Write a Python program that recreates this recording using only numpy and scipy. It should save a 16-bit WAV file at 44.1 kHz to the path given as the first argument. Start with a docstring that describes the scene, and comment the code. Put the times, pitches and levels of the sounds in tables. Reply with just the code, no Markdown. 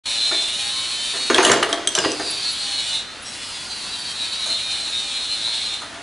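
"""A riveting machine runs through one stroke in a metal workshop: it bangs into motion, blows and loose
parts ring its iron frame, and hand-held steel tubes clink as they come off the pin. Further off an
angle grinder rasps and screeches on steel, slowing as it is pressed down. Two thin squeaks sound, then
the lifted grinder's brief whine. Under it all lie the wash of distant machines and a motor's low hum."""
import sys
import numpy as np
from scipy import signal
from scipy.fft import rfft, irfft
from scipy.io import wavfile
from scipy.ndimage import uniform_filter1d, map_coordinates

SR = 44100
rng = np.random.default_rng(int(sys.argv[2]) if len(sys.argv) > 2 else 0)


def bounce(signal):
    """Save signal as a 16-bit WAV file at the path given by the first command-line argument."""
    frames = np.transpose(np.atleast_2d(signal))
    limited = np.clip(frames, -1, 1)
    pcm = np.round(limited * 32767).astype(np.int16)
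    wavfile.write(sys.argv[1], SR, pcm)


N = 265482
TIME_S = np.arange(N) / SR
FREQ_HZ = np.fft.rfftfreq(N, 1 / SR)

# Spindle speed, one list per pass. Each row: time in seconds, speed in turns per second.
SPINDLE_SPEEDS = [
    [(0.0, 115.0), (0.124, 115.0), (0.27, 111.7), (0.38, 111.2), (0.49, 112.7), (0.58, 116.2),
     (0.81, 118.0), (1.3, 119.0), (1.45, 121.0)],
    [(1.87, 138.5), (1.98, 137.2), (2.106, 132.6), (2.286, 124.6), (2.576, 116.6), (2.766, 113.6),
     (2.956, 112.0), (3.06, 112.3)],
    [(3.26, 132.4), (3.43, 133.4), (4.03, 122.8), (4.38, 118.3), (4.54, 113.8), (4.66, 115.5),
     (4.79, 113.2), (4.91, 115.5), (5.5, 113.5), (5.66, 111.4), (5.76, 111.9)],
]
# Grinder passes. Each row: touch and lift in seconds, screech in dB at zero and at full pressure,
# rasp in dB at full pressure, screech tilt in dB per order.
GRINDER_PASSES = [(0.0, 1.482, -46, -21, -29, 0.03), (1.894, 2.957, -36, -24.5, -30.5, 1.1),
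                  (3.195, 5.76, -44.5, -24, -33, -0.37)]
# Uneven disc rim. Each row: order (multiple of the spindle rate), relative level in dB.
RIM_SPECTRUM = [(5, -25.5), (7, -17.5), (9, -19), (11, -31), (13, -20.5), (15, -17), (17, -25), (21, -9),
                (24, -19), (26, -5.5), (28, -14), (29, -6.5), (35, -21.5), (41, -16.5), (46, -31.5),
                (49, -15.5), (52, -20.5), (63, -18), (75, -17.5), (88, -18.5)]
# Disc screech. Each row: order, relative level in dB.
SCREECH_ORDERS = [(30, -14), (31, -7), (32, 0), (33, -2), (34, -3), (35, -6), (36, 1), (37, -1), (38, -5),
                  (39, -13), (40, -13)]
# Scrape that differs from turn to turn. Each row: order, relative level in dB.
SCRAPE_SPECTRUM = [(10, -38), (26, -18), (30, -11), (32, 0), (37, 0.5), (39, -9), (45, -11.5), (70, -39)]
# Grit hiss. Each row: frequency in Hz, relative level in dB.
GRIT_SPECTRUM = [(500, -33), (1200, -20), (2000, -4.5), (2700, 6.5), (4500, -1.5), (5600, 4), (6500, -1),
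                 (8000, 1), (10500, -1)]
# Gear whine. Each row: order, level in dB.
GEAR_ORDERS = [(11, -51.5), (12, -58.5)]
# Distant machines. Each row: frequency in Hz, relative level in dB.
SHOP_SPECTRUM = [(20, -13), (45, -1.5), (70, -0.5), (130, -5), (250, 1.5), (450, -3), (700, -1),
                 (1100, -1.5), (1500, 0.5), (1950, 0), (2800, -1.5), (4500, -7), (10500, -16.5)]
# Motor hum. Each row: frequency in Hz, level in dB.
MOTOR_TONES = [(97.5, -58), (146, -63), (195, -70)]
# Blows on the machine and knocks around the shop. Each row: start in seconds, level in dB,
# hardness in dB per octave, rattle time constant in seconds.
BLOWS = [(0.313, -25.5, 0.5, 0.026), (1.135, -29.5, -1, 0.073), (1.3002, -14, -2.7, .012),
         (1.3435, -18, 2.5, 0.019), (1.382, -12, -1.5, .012), (1.395, -28, 3.5, 0.023),
         (1.403, -20.5, -2.5, 0.013), (1.428, -17.5, 5, 0.034), (1.448, -14, 4.5, 0.042),
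         (1.467, -19.5, -1, 0.039), (1.497, -15.5, -3.2, .0084), (1.514, -14, 2.5, 0.023),
         (1.536, -21.5, -2.5, 0.042), (1.581, -33, -5.5, 0.027), (1.627, -16.5, 1.5, 0.0083),
         (1.69, -25, 3.5, 0.031), (1.727, -22, 1.5, 0.014), (1.775, -27, -.5, 0.15),
         (1.955, -26, 4.5, 0.018), (1.978, -22.5, -1.5, 0.0069), (1.987, -22.5, -2, 0.0038),
         (2.039, -28.5, -1, 0.0034), (2.0476, -19, -1, .005), (2.057, -27, -5, 0.0022),
         (2.125, -44, 3, 0.062), (2.197, -24.5, -1.5, 0.018), (4.46, -34, 7, 0.043), (5.475, -37, 3, 0.012),
         (5.818, -32.5, 4, 0.039), (5.928, -33.5, 1.5, 0.081)]
# Edges in Hz of a blow's five bands: boom, thud, clank, ring, tick.
BLOW_EDGES_HZ = [110, 280, 540, 2200, 4800, 10500]
# Tone of an average blow: relative level in dB of each band.
BLOW_BANDS_DB = [-18, -2, 2, -7.5, -12.5]
# Iron frame and linkage. Each row: frequency in Hz, relative level in dB, T60 in seconds.
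FRAME_MODES = [(248.5, 2, 0.069), (303, -4, 0.1), (364, -4, 0.059), (389.7, -1, 0.088), (515.4, 2.5, 0.1),
               (624.8, 5, 0.094), (683.9, -3.5, 0.17), (923, -21, 0.16), (1174, -2.5, 0.056),
               (1186, -20.5, 0.034), (1579, -3.5, 0.03), (1694, 0.5, 0.026), (1797, -8.5, 0.039),
               (2146, -9.5, 0.021), (2833, 7.5, 0.05), (3297, 8, 0.018), (3300, -17, 0.034),
               (4090, -9, 0.038), (5540, -12, .03), (6460, 23.5, 0.015)]
# Tubes striking the pin and each other. Each row: start in seconds, level in dB,
# most excited frequency in Hz, reach around it in octaves, tuning factor.
TUBE_STRIKES = [(1.3458, 6, 3360, .4, 1.03), (1.4498, 6.5, 2900, 2.8, 0.93),
                (1.5176, 3.5, 6740, 0.89, 0.92), (1.631, -1, 3060, 1, 0.95),
                (1.7288, -2.5, 4500, 0.35, 0.99), (1.8737, 3, 3230, 7.2, 1.016),
                (1.9514, 2.5, 5060, 0.31, 0.94), (1.9875, -0.5, 7550, 2.8, 0.91),
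                (2.1182, -12, 6150, 0.28, 0.97)]
# Hand-damped tube. Each row: frequency in Hz before tuning, relative level in dB, T60 in seconds.
TUBE_MODES = [(1630, -11, 0.022), (3190, 1, 0.047), (3370, 10.5, 0.006), (3840, -12, 0.051),
              (4900, -41, .02), (5590, -16, 0.022), (6100, 3.5, 0.0074), (6260, -13, 0.057),
              (8000, 4.5, 0.02), (10000, -11, 0.03)]
# Brief thin high tones: two squeaks, then the lifted grinder's whine.
# Each row: start in seconds, length in seconds, pitch in Hz, level in dB.
HIGH_TONES = [(2.3, 0.023, 10220, -28.5), (2.5, 0.048, 10240, -39), (3.23, .1, 5580, -40.5),
              (3.227, .1, 7980, -46.5), (3.213, 0.036, 10000, -43.5)]
# Room decay. Each row: frequency in Hz, T60 in seconds.
ROOM_DECAY = [(150, 0.37), (400, 0.8), (1500, 0.36), (4000, 0.62), (10000, 0.3)]


def amp(db):
    """Decibels to gain."""
    return 10 ** (np.asarray(db) / 20)


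def unit(x):
    """Scales to rms 1."""
    return x / np.sqrt(np.mean(x ** 2) + 1e-20)


def log_interp(points, at):
    """Interpolates a table on a log frequency axis."""
    freqs, values = np.transpose(points)
    return np.interp(np.log(at + .01), np.log(freqs), values)


def shaped_noise(spectrum, axis=FREQ_HZ):
    """Noise with the given spectrum, rms 1."""
    return unit(irfft(rfft(rng.standard_normal(N)) * amp(log_interp(spectrum, axis)), N))


def drift(rate_hz):
    """Random wander, rms 1."""
    knots = rng.standard_normal(4000)
    return unit(np.interp(TIME_S * rate_hz, np.arange(len(knots)), knots))


def add(mix, start_s, sound):
    """Mixes a sound in at start_s."""
    part = mix[max(round(start_s * SR), 0):][:len(sound)]
    part += sound[:len(part)]


def spindle(free_rps=139.4, loaded_rps=110.96, spin_up_s=.38, inertia_s=0.12, hand_s=0.11):
    """Speed and the hand pressure it implies: load drags the disc down after a lag."""
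    rows = [row for one_pass in SPINDLE_SPEEDS for row in one_pass]
    rows.append((rows[-1][0] + spin_up_s, free_rps))
    speed_rps = np.interp(TIME_S, *np.transpose(rows))
    target_rps = uniform_filter1d(speed_rps + inertia_s * np.gradient(speed_rps) * SR, round(hand_s * SR))
    pressure = np.clip((free_rps - target_rps) / (free_rps - loaded_rps), 0, 2)  # 1 = full
    return speed_rps, pressure


def disc_contact(pressure, bite_s=0.069, release_s=0.08, lifted_db=-13.5, rasp_range_db=5):
    """Each pass bites, holds and lets go; pressure mostly feeds the screech."""
    passes = np.array(GRINDER_PASSES)
    current = np.maximum(np.searchsorted(passes[:, 0], TIME_S) - 1, 0)
    touch_s, lift_s, light_db, pressed_db, rasp_db, tilt_db = passes[current].T
    contact = np.clip(np.minimum((TIME_S - touch_s) / bite_s, 1 - (TIME_S - lift_s) / release_s), 0, 1)
    gate_db = lifted_db * (1 - contact)
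    screech_gain = amp(light_db + (pressed_db - light_db) * pressure + gate_db)
    rasp_gain = amp(rasp_db + rasp_range_db * (pressure - 1) + gate_db)
    return screech_gain, rasp_gain, tilt_db


def overtone(turns, order, waver):
    """One multiple of the spindle rate; shifting contact makes it swell and fade."""
    phase = 2 * np.pi * (order * turns + rng.random())
    return (1 + waver * drift(18)) * np.cos(phase)


def disc_screech(turns, tilt_db):
    """Each pass meets the steel at its own angle and favours higher or lower orders."""
    orders, levels_db = np.transpose(SCREECH_ORDERS)
    gains = np.array([amp(db + tilt_db * (k - orders.mean())) for k, db in zip(orders, levels_db)])
    tones = sum(gain * overtone(turns, k, waver=0.77) for k, gain in zip(orders, gains))
    return unit(tones / np.linalg.norm(gains, axis=0))


def disc_scrape(turns, mean_rps):
    """Noise laid out along the rim's path, so its colour falls with the speed."""
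    surface = shaped_noise(SCRAPE_SPECTRUM, FREQ_HZ / mean_rps)
    return map_coordinates(surface, [turns / turns[-1] * (N - 1)], order=3)


def grinder(scrape_db=-5.5, hiss_db=-1.0, chatter=0.3, flutter_db=1.2):
    """The rim strikes the steel alike each turn; loose grit scrapes and hisses; the gears whine."""
    speed_rps, pressure = spindle()
    screech_gain, rasp_gain, tilt_db = disc_contact(pressure)
    speed_rps *= 1 + 0.00086 * drift(40)
    turns = np.cumsum(speed_rps) / SR
    rim = unit(sum(amp(log_interp(RIM_SPECTRUM, k)) * overtone(turns, k, waver=0.63)
                   for k in range(5, 90)))
    tones = disc_screech(turns, tilt_db)
    scrape = disc_scrape(turns, speed_rps.mean())
    bite = unit(1 + chatter * np.cos(2 * np.pi * turns) + 0.068 * drift(600))
    screech = screech_gain * unit(tones + amp(scrape_db) * scrape * bite)
    rasp = rasp_gain * (rim + amp(hiss_db) * shaped_noise(GRIT_SPECTRUM) * bite)
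    gears = sum(amp(db) * unit(overtone(turns, k, waver=0.21)) for k, db in GEAR_ORDERS)
    return amp(flutter_db * drift(35)) * (screech + rasp) + gears


def distant_machines(level_db=-38, width=0.23):
    """A stereo wash of noise, its level flickering slightly."""
    mid, side = (shaped_noise(SHOP_SPECTRUM) * amp(0.42 * drift(30)) for _ in range(2))
    return amp(level_db) * np.array([mid + width * side, mid - width * side])


def motor_hum():
    """Low tones wavering in level and phase."""
    out = np.zeros(N)
    for hz, db in MOTOR_TONES:
        swell = 1 + 0.21 * drift(4.8)
        out += amp(db) * unit(swell * np.sin(2 * np.pi * hz * TIME_S + .4 * drift(9.7)))
    return out


def riveter(crack=2.38, grain=0.39, first_contact=4.14, spread_s=.03):
    """One contact and a rattle of loose parts ring the frame; harder blows are brighter."""
    out, t = np.zeros(N), np.arange(SR // 3) / SR
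    bands_hz = list(zip(BLOW_EDGES_HZ, BLOW_EDGES_HZ[1:]))
    filters = [signal.butter(2, edges, "band", fs=SR, output="sos") for edges in bands_hz]
    octaves = np.log2(bands_hz).mean(axis=1)
    for start_s, level_db, hardness_db_oct, rattle_s in BLOWS:
        # Each blow lands on another part, so the mode phases differ.
        frame = sum(amp(db - 60 * t / t60_s) * np.sin(2 * np.pi * (hz * t + rng.random()))
                    for hz, db, t60_s in FRAME_MODES)
        frame[0] += crack * np.linalg.norm(frame) / 2  # bare contact
        noise, log_sizes = rng.standard_normal((2, len(t)))
        contacts = noise * np.exp(grain * log_sizes) * np.exp(-t / rattle_s)
        contacts[0] += first_contact
        blow = signal.fftconvolve(contacts, frame)[:len(t)]
        bands_db = level_db + hardness_db_oct * (octaves - octaves[2]) + BLOW_BANDS_DB
        for sos, db in zip(filters, bands_db):
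            band = signal.sosfilt(sos, blow)
            # Level is the band's energy spread over spread_s.
            add(out, start_s, amp(db) * band / np.linalg.norm(band) * np.sqrt(spread_s * SR))
    return out


def tube_clinks(tick_gain=0.25, tick_s=0.0023, tick_hz=1400, echo_s=0.016, echo_db=-15):
    """The contact point picks which tube modes ring; the machine's body reflects the clink."""
    out, t = np.zeros(N), np.arange(SR // 8) / SR
    highpass = signal.butter(2, tick_hz, "high", fs=SR, output="sos")
    for start_s, level_db, centre_hz, reach_oct, tuning in TUBE_STRIKES:
        ring = np.zeros(len(t))
        for hz, db, t60_s in TUBE_MODES:
            drive = 1 / (1 + (np.log2(hz / centre_hz) / reach_oct) ** 2)
            ring += drive * amp(db - 60 * t / t60_s) * np.sin(2 * np.pi * (tuning * hz * t + rng.random()))
        tick = signal.sosfilt(highpass, rng.standard_normal(len(t)) * np.exp(-t / tick_s))
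        clink = ring / abs(ring).max() + tick_gain * tick
        add(out, start_s, amp(level_db) * clink)
        add(out, start_s + echo_s, amp(level_db + echo_db) * clink)
    return out


def squeaks_and_whine():
    """Brief thin high tones that waver, swell and fade."""
    out = np.zeros(N)
    for start_s, length_s, hz, db in HIGH_TONES:
        pitch_hz = hz * (1 + 0.012 * drift(370))
        tone = np.sin(2 * np.pi * np.cumsum(pitch_hz) / SR)
        swell = np.hanning(int(length_s * SR))
        add(out, start_s, amp(db) * unit(tone[:len(swell)] * swell))
    return out


def room(x, wet_db, width, spread_hz=6500):
    """Direct sound plus dense reflections; left and right differ most in the treble."""
    taps = rng.standard_normal((2, SR)) * (rng.random((2, SR)) < .1)
    taps[:, :SR // 200] = 0  # 5 ms pre-delay
    hz, t, spectra = signal.stft(taps, SR, nperseg=256)
    spectra[1] *= 1 + (hz[:, None] / spread_hz) ** 3
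    decay = amp(-60 * t / log_interp(ROOM_DECAY, hz)[:, None])
    tail = signal.istft(spectra * decay, SR, nperseg=256)[1]
    mid, side = signal.fftconvolve(x[None], tail / np.linalg.norm(tail[0]), axes=1)[:, :N]
    wet = amp(wet_db)
    return (x + wet * np.array([mid + width * side, mid - width * side])) / np.hypot(1, wet)


def scene():
    """Machine and tubes close by, grinder across the room."""
    far = room(grinder() + squeaks_and_whine(), wet_db=-7, width=.2)
    machine = room(riveter(), wet_db=-5.0, width=0.17)
    tubes = room(tube_clinks(), wet_db=-13, width=.3)
    return far + machine + tubes + distant_machines() + motor_hum()


def record(dry, ceiling=0.67, open_s=0.0565, cutoff_hz=10620):
    """Quick fade-in, soft clip, low-pass."""
    fade_in = np.interp(TIME_S, [.036, .042, open_s - .001, open_s + .001], [0, .08, .12, 1])
    clipped = ceiling * np.tanh(dry * fade_in / ceiling)
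    lowpass = signal.firwin(401, cutoff_hz, window=("kaiser", 8), fs=SR)
    return signal.oaconvolve(clipped, lowpass[None], "same")


dry = scene()
out = record(dry)
bounce(out)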